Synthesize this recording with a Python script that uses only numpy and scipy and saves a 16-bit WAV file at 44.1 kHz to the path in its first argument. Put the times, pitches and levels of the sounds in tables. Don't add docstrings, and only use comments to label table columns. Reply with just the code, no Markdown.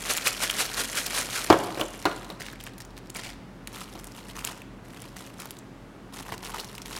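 import sys
import numpy as np
from scipy import signal
from scipy.fft import rfft, irfft, next_fast_len
from scipy.io import wavfile
from scipy.ndimage import map_coordinates

SR = 44100
rng = np.random.default_rng(int(sys.argv[2]) if len(sys.argv) > 2 else 0)


def inscribe(sig):
    pcm = np.round(np.clip(np.atleast_2d(sig).T, -1, 1) * 32767)
    wavfile.write(sys.argv[1], SR, pcm.astype(np.int16))


N = 308259

# centre in seconds, peak level in dB, fall to 1/e in seconds.
BAG_SHAKES = [(0.11, -23.5, .02), (.271, -23.5, .019), (0.436, -25.5, .027), (.606, -25, .032),
              (.797, -25.5, .028), (0.984, -26, 0.028), (1.177, -28, .045), (1.37, -30, .045)]
# time in seconds, level in dB.
BAG_RUSTLE = [(0, -37.5), (1.22, -36), (1.55, -39), (1.68, -44.5), (1.8, -42), (1.9, -47), (2.15, -47),
              (2.36, -57.5), (2.6, -100)]
# frequency in Hz, relative density in dB per Hz.
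BAG_SPECTRUM = [(120, -23), (200, -6), (273, 7), (299, 3), (558, 8), (899, 4), (1270, 4.5), (1420, 2.5),
                (3310, 3.5), (3690, 2.5), (10300, 1.5), (13800, -4.5), (16000, -18)]
# start of the hold in seconds, hold in seconds, level in dB.
EMPTY_BAG_SWEEPS = [(2.403, 0.011, -42.5), (2.452, 0.034, -44), (2.6, 0.084, -51.5), (3.158, 0.0268, -39.5),
                    (3.238, 0.034, -40), (3.29, .025, -51)]
# frequency in Hz, relative density in dB per Hz.
EMPTY_BAG_SPECTRUM = [(200, -9), (700, -3.5), (1200, -8), (1600, -8), (2050, -4.5), (2900, -8.5),
                      (5000, -8.5), (10000, -15.5), (16000, -27)]
# time in seconds, blow in relative dB, hardness of contact in dB,
# level of the part's clack in dB, pitch of the clack in Hz.
PART_KNOCKS = [(1.5012, -0.5, 0, -23, 4300), (1.504, -8.5, -3, -32, 3750), (1.526, -6.5, 3.5, -26, 3230),
               (1.594, -32, 7, -50, 3200), (1.68, -29, 3, -56, 3030), (1.774, -24.5, 6, -40, 2640),
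               (1.796, -20.5, 0, -33, 2670), (1.812, -16.5, -0.5, -24, 3040), (2.054, -9, 4, -25, 3860),
               (2.0591, -21.5, 5, -36, 3900), (2.113, -28, 6, -39, 3140), (2.301, -28.5, 7, -37, 3770),
               (3.953, -32, 0, -50.5, 4180)]
# frequency in Hz, relative level in dB.
BENCH_MODES = [(118, 1), (176, 2), (308, 7), (353, 3), (395, 2), (435, -4), (552, 8), (592, 2), (668, 1),
               (713, 1), (759, -7), (919, 1), (948, -4), (1224, -3)]
# frequency in Hz, relative density in dB per Hz.
THUD_SPECTRUM = [(50, -22), (115, -7), (160, -4), (240, -10.5), (310, 2), (450, 1), (700, -3), (1000, -3),
                 (1450, -9), (1900, -16.5), (2600, -19.5), (3500, -25), (6000, -32.5), (14000, -46)]
# start of the hold in seconds, hold in seconds, level in dB.
PACKET_MOVES = [(3.738, .08, -43), (3.88, .22, -53.5), (4.15, .05, -50.5), (4.275, 0.023, -49),
                (4.357, .045, -43.5), (4.44, .07, -43.5), (4.91, 0.16, -54), (5.165, .1, -48.5),
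                (5.395, .03, -46), (6.135, .06, -45.5), (6.26, 0.079, -47), (6.43, 0.071, -44),
                (6.545, 0.05, -41), (6.62, 0.12, -51), (6.86, 0.056, -46), (6.92, 0.05, -40)]
PACKET_TURNS = [(3.68, 0.92), (4.85, .7), (6.14, .85)]
TURNING_DB = -57
# frequency in Hz, relative density in dB per Hz.
PACKET_SPECTRUM = [(150, -9), (450, 0), (700, -6), (1150, -3), (1600, -8.5), (2300, -3.5), (5000, -6),
                   (9000, -7), (14000, -11), (16000, -21)]
# time in seconds, coupling in dB.
DISC_COUPLING = [(4, -4), (4.48, -1), (5.2, -8), (6.15, 2), (6.33, 5), (6.58, 5), (6.95, -4)]
# frequency in Hz, relative level in dB.
DISC_MODES = [(450, 0), (860, 6)]
# time in seconds, level over the first 4 ms in dB, ring in Hz, treble share in dB before it
LOUD_SNAPS = [(0.1746, -26, 6660, -4), (0.1806, -26.5, 3320, -7), (.272, -17.5, 2580, -28),
              (.4994, -21.5, 3000, -29), (.511, -31, 8010, 9), (0.7447, -31, 4730, -8),
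              (1.0634, -28, 4070, -1), (1.643, -42, 1370, 6), (2.4068, -36, 1850, -7),
              (2.4186, -34.5, 2280, -12), (2.471, -43, 2110, -20), (2.4848, -37, 1850, -25),
              (2.639, -39.5, 11100, 8), (2.6674, -37.5, 2260, -20), (2.7813, -44.5, 10080, 2),
              (2.8038, -40.5, 1940, 3), (2.8198, -44, 5270, -4), (2.9778, -41.5, 1820, 2.5),
              (3.102, -37, 6300, 4), (3.1486, -39, 2890, 0), (3.1682, -35.5, 7740, 2),
              (3.2362, -41, 2100, 1), (3.2479, -41, 2080, 2), (3.6735, -34, 2770, -1),
              (4.0432, -40.5, 10500, 0), (4.0713, -41.5, 8500, 4.5), (4.392, -35.5, 2700, 0),
              (4.449, -25.5, 8300, -12), (4.474, -29.5, 1650, 0), (4.6185, -41.5, 2570, -30),
              (5.0205, -40, 9030, 3), (5.1669, -38.5, 2100, 2), (5.4018, -38, 9900, 1.5),
              (5.4204, -39, 2280, 1.5), (5.4567, -37, 950, 5), (5.508, -36, 11200, 3),
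              (5.589, -45, 6370, -12), (6.3226, -29, 1040, -14), (6.5467, -38, 1030, -11),
              (6.599, -33, 4650, -19), (6.781, -37, 2560, -2.5), (6.859, -37.5, 3020, 9),
              (6.965, -35, 5100, 1)]
# start and end in seconds,
# snaps a second, middle level in dB, middle ring in Hz, treble share in dB as above.
WEAK_SNAPS = [(0, 1.45, 13.6, -32, 5160, 3.5), (1.594, 2.25, 9, -41.5, 6000, 1),
              (2.411, 2.68, 30.5, -44, 2240, -9), (2.698, 3.12, 22, -50, 4940, -6),
              (3.702, 4.55, 11.3, -49.5, 5500, -5), (4.88, 5.6, 10, -51.5, 4470, -4),
              (6.148, 6.98, 12.7, -43.5, 4050, -1)]
# frequency in Hz, time to fall 60 dB in seconds.
ROOM_DECAY = [(150, 0.81), (1000, 0.96), (4000, 0.84), (14000, 0.033)]
# frequency in Hz, relative density in dB per Hz.
AIR_SPECTRUM = [(25, -32), (50, -4.5), (65, -16), (120, -4.5), (148, -8.5), (190, -4.5), (245, -9.5),
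                (290, -8), (520, -15), (1070, -19), (1500, -22), (4000, -34), (10000, -43), (16000, -51)]
# frequency in Hz, middle rms level in dB.
HUM_LINES = [(119.5, -57.5), (187, -58), (222, -60), (271, -57.5), (353, -70), (552, -68)]

ATTACK_S, RELEASE_DB_PER_S = .012, 257
SNAP_Q, CRACK_DAMPING = 6.2, 0.55
STRAY_SPREAD_DB, STRAY_SPREAD_OCTAVES = 6.5, 0.58
THROB_HZ, THROB_DB = 43.4, -53
BEAT_S, BEAT_CREST_S, BEAT_DB = .359, 0.43, 3.5
LULL_S, LULL_WIDTH_S, LULL_DB = 5.47, .5, -10
TOP_HZ = 16100


def long_bag():
    t = clock(N)
    whip = sum(amp(db) * np.exp(-((t - s) / width) ** 2) for s, db, width in BAG_SHAKES)
    rush = crackle(whip, BAG_SPECTRUM, rate=1100, spread_db=5, clump_db=2.5, t60=.006, ring=1.1, rub=.5)
    rustle = crackle(amp(curve(BAG_RUSTLE)), BAG_SPECTRUM,
                     rate=400, spread_db=6.5, clump_db=4.5, t60=.007, ring=1.2, rub=.45)
    limp = crackle(strokes(EMPTY_BAG_SWEEPS), EMPTY_BAG_SPECTRUM,
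                   rate=180, spread_db=6, clump_db=5, t60=.007, ring=.7, rub=.42)
    return rush + rustle + limp


def knocks():
    out = np.zeros(N)
    t = clock(SR * 3 // 4)
    shudder = fade(t, t60=.095) + amp(-20) * fade(t, t60=.55)
    for s, db, hard_db, clack_db, clack_hz in PART_KNOCKS:
        modes = np.zeros(len(t))
        for hz, level in BENCH_MODES:
            strength = amp(level + rng.normal(0, 2))
            modes += strength * np.sin(2 * np.pi * (hz * t + rng.random()))
        modes = head(modes * fade(t, t60=.26), size=882)
        contact = [(hz, level + hard_db * along([(700, 0), (1400, 0.97)], hz))
                   for hz, level in THUD_SPECTRUM]
        thud = head(colour(rng.standard_normal(len(t)) * shudder, contact), size=882)
        push = .6 * np.sin(2 * np.pi * 370 * t) * fade(t, t60=.007)
        push += .8 * np.sin(2 * np.pi * 720 * t) * fade(t, t60=.008)
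        add(out, s, amp(db) * (amp(-18.5) * modes + amp(-12) * thud + push))
        shell = resonate(burst(t60=0.019, size=2048), clack_hz, q=4.4)
        shell = resonate(shell, clack_hz, q=2.7)
        clatter = burst(t60=0.022, size=2048)
        add(out, s, amp(clack_db) * (head(shell) + 0.41 * head(clatter)))
    return signal.sosfilt(signal.butter(3, 85, "highpass", fs=SR, output="sos"), out)


def packet():
    turning = [(s, length, TURNING_DB) for s, length in PACKET_TURNS]
    motion = strokes(PACKET_MOVES + turning)
    film = crackle(motion, PACKET_SPECTRUM, rate=300, spread_db=6, clump_db=5.5, t60=.006, ring=1.1, rub=.4)
    disc = sum(amp(db) * resonate(film, hz, q=3.1) for hz, db in DISC_MODES)
    return film + amp(curve(DISC_COUPLING)) * disc


def snaps():
    out = np.zeros(N)
    bright = [(300, -12), (1200, -3), (9000, 0), (12500, -5), (16000, -12)]  # (Hz, dB)
    for s, db, hz, treble_db in LOUD_SNAPS + strays():
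        crack = head(colour(burst(t60=.0045), bright))
        share = np.clip(.8 * amp(treble_db), 0, .7)
        ring = head(resonate(burst(t60=.006), hz, q=SNAP_Q * (1 - CRACK_DAMPING * share)))
        snap = np.sqrt(1 - share ** 2) * ring + share * crack
        add(out, s, amp(db) * head(snap))
        for offset in rng.uniform(-.005, 0.0078, size=3):
            neighbour_hz = hz * np.exp(rng.normal(0, 1.0))
            neighbour = resonate(burst(t60=0.0059), neighbour_hz, q=1.14)
            add(out, s + offset, amp(db - 10) * head(neighbour))
    return out


def strays():
    rows = []
    for start, end, rate, db, hz, treble_db in WEAK_SNAPS:
        gap = 1 / max(rate, 1)
        slots = np.arange(start + gap / 2, end, gap)
        chance = rng.uniform(-1, 1, (64, 3))
        for s, (late, loud, high) in zip(slots, chance):
            level = db + STRAY_SPREAD_DB * loud
            pitch = hz * 2 ** (STRAY_SPREAD_OCTAVES * high)
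            rows.append((s + late * gap / 2, level, pitch, treble_db))
    return rows


def crackle(level, film, rate, spread_db, clump_db, t60, ring, rub, count=24):
    busy = np.sqrt(level / level.mean())
    avalanche = amp(clump_db * np.clip(wobble(130), -2, 2))
    chance = busy * avalanche / avalanche.mean() * rate / count / SR
    grains = np.zeros(N)
    for hz in np.geomspace(1200, 12000, count):
        fires = rng.random(N) < chance
        jolts = np.zeros(N)
        jolts[fires] = amp(spread_db * np.clip(rng.standard_normal(fires.sum()), -2, 1.3))
        facet = unit(burst(t60)) + ring * unit(resonate(burst(t60), hz, q=4.5))
        grains += signal.oaconvolve(jolts, facet)[:N]
    grains = colour(grains, film) / np.sqrt(busy + .05)
    grains /= np.sqrt(np.average(grains ** 2, weights=busy))
    hiss = unit(colour(rng.standard_normal(N), film))
    return level * (grains + rub * hiss) / np.hypot(1, rub)


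def strokes(rows):
    t = clock(N)
    power = np.zeros(N)
    for s, hold, db in rows:
        rise = np.clip(1 + (t - s) / ATTACK_S, 0, 1)
        release_db = RELEASE_DB_PER_S * np.clip(t - s - hold, 0, 1)
        power += (rise * amp(db - release_db)) ** 2
    return np.sqrt(power) + 1e-9


def room(x):
    hz, t, z = signal.stft(rng.standard_normal(SR // 2), SR, nperseg=256)
    decay = fade(t, along(ROOM_DECAY, hz)[:, None])
    tail = signal.istft(z * decay, SR, nperseg=256)[1]
    early = rng.standard_normal(700) * fade(clock(700), .025)

    def answer(response, delay):
        delayed = np.pad(response / np.linalg.norm(response), (delay, 0))
        return signal.fftconvolve(x, delayed)[:N]

    return x + amp(-17.5) * answer(early, delay=90) + amp(-15.5) * answer(tail, delay=300)


def workshop():
    t = clock(N)

    def tone(hz, drift):
        return unit(np.sin(2 * np.pi * hz * t + drift * wobble(5)))

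    hum = sum(amp(db + 0.54 * wobble(3.89)) * tone(hz, drift=1.0) for hz, db in HUM_LINES)
    air = amp(-47) * unit(colour(rng.standard_normal(N), AIR_SPECTRUM))
    return air + hum + amp(throb_db()) * tone(THROB_HZ, drift=0.76)


def throb_db():
    t = clock(N)
    beat = BEAT_DB * np.cos(2 * np.pi * (t - BEAT_CREST_S) / BEAT_S)
    lull = LULL_DB * np.exp(-((t - LULL_S) / LULL_WIDTH_S) ** 2)
    return THROB_DB + beat + lull


def burst(t60, size=1024):
    t = clock(size)
    return rng.standard_normal(size) * fade(t, t60) + 2 * (t == 0)


def resonate(x, hz, q):
    b, a = signal.iirpeak(min(hz, SR / 3), max(q, 1), SR)
    return signal.lfilter(b, a, x)


def colour(x, points, size=4096):
    gain = amp(along(points, np.fft.rfftfreq(size, 1 / SR)))
    cepstrum = irfft(np.log(gain))
    cepstrum[1:size // 2] *= 2
    cepstrum[size // 2 + 1:] = 0
    response = irfft(np.exp(rfft(cepstrum)))
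    return signal.fftconvolve(x, response)[:len(x)]


def fade(t, t60):
    return np.exp(-np.log(1000) * t / t60)


def wobble(rate):
    knots = rng.standard_normal(int(N * rate / SR) + 4)
    return map_coordinates(knots, [clock(N) * rate])


def along(points, hz):
    f, v = np.transpose(points)
    return np.interp(np.log(hz + 1), np.log(f + 1), v)


def curve(rows):
    return np.interp(clock(N), *np.transpose(rows))


def head(x, size=176):
    return x / np.sqrt(np.mean(x[:size] ** 2) + 1e-20)


def unit(x):
    return x / np.sqrt(np.mean(x ** 2) + 1e-20)


def amp(db):
    return 10 ** (np.asarray(db) / 20)


def clock(size):
    return np.arange(size) / SR


def add(track, s, sound):
    part = track[max(round(s * SR), 0):][:len(sound)]
    part += sound[:len(part)]


def scene():
    handling = long_bag() + packet() + snaps() + knocks()
    return (room(handling) + workshop())[None]


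def record(dry):
    clipped = np.clip(dry, -1, 1)
    size = next_fast_len(N + 8192)
    passed = np.fft.rfftfreq(size, 1 / SR) < TOP_HZ
    return irfft(rfft(clipped, size) * passed, size)[:, :N]


dry = scene()
out = record(dry)
inscribe(out)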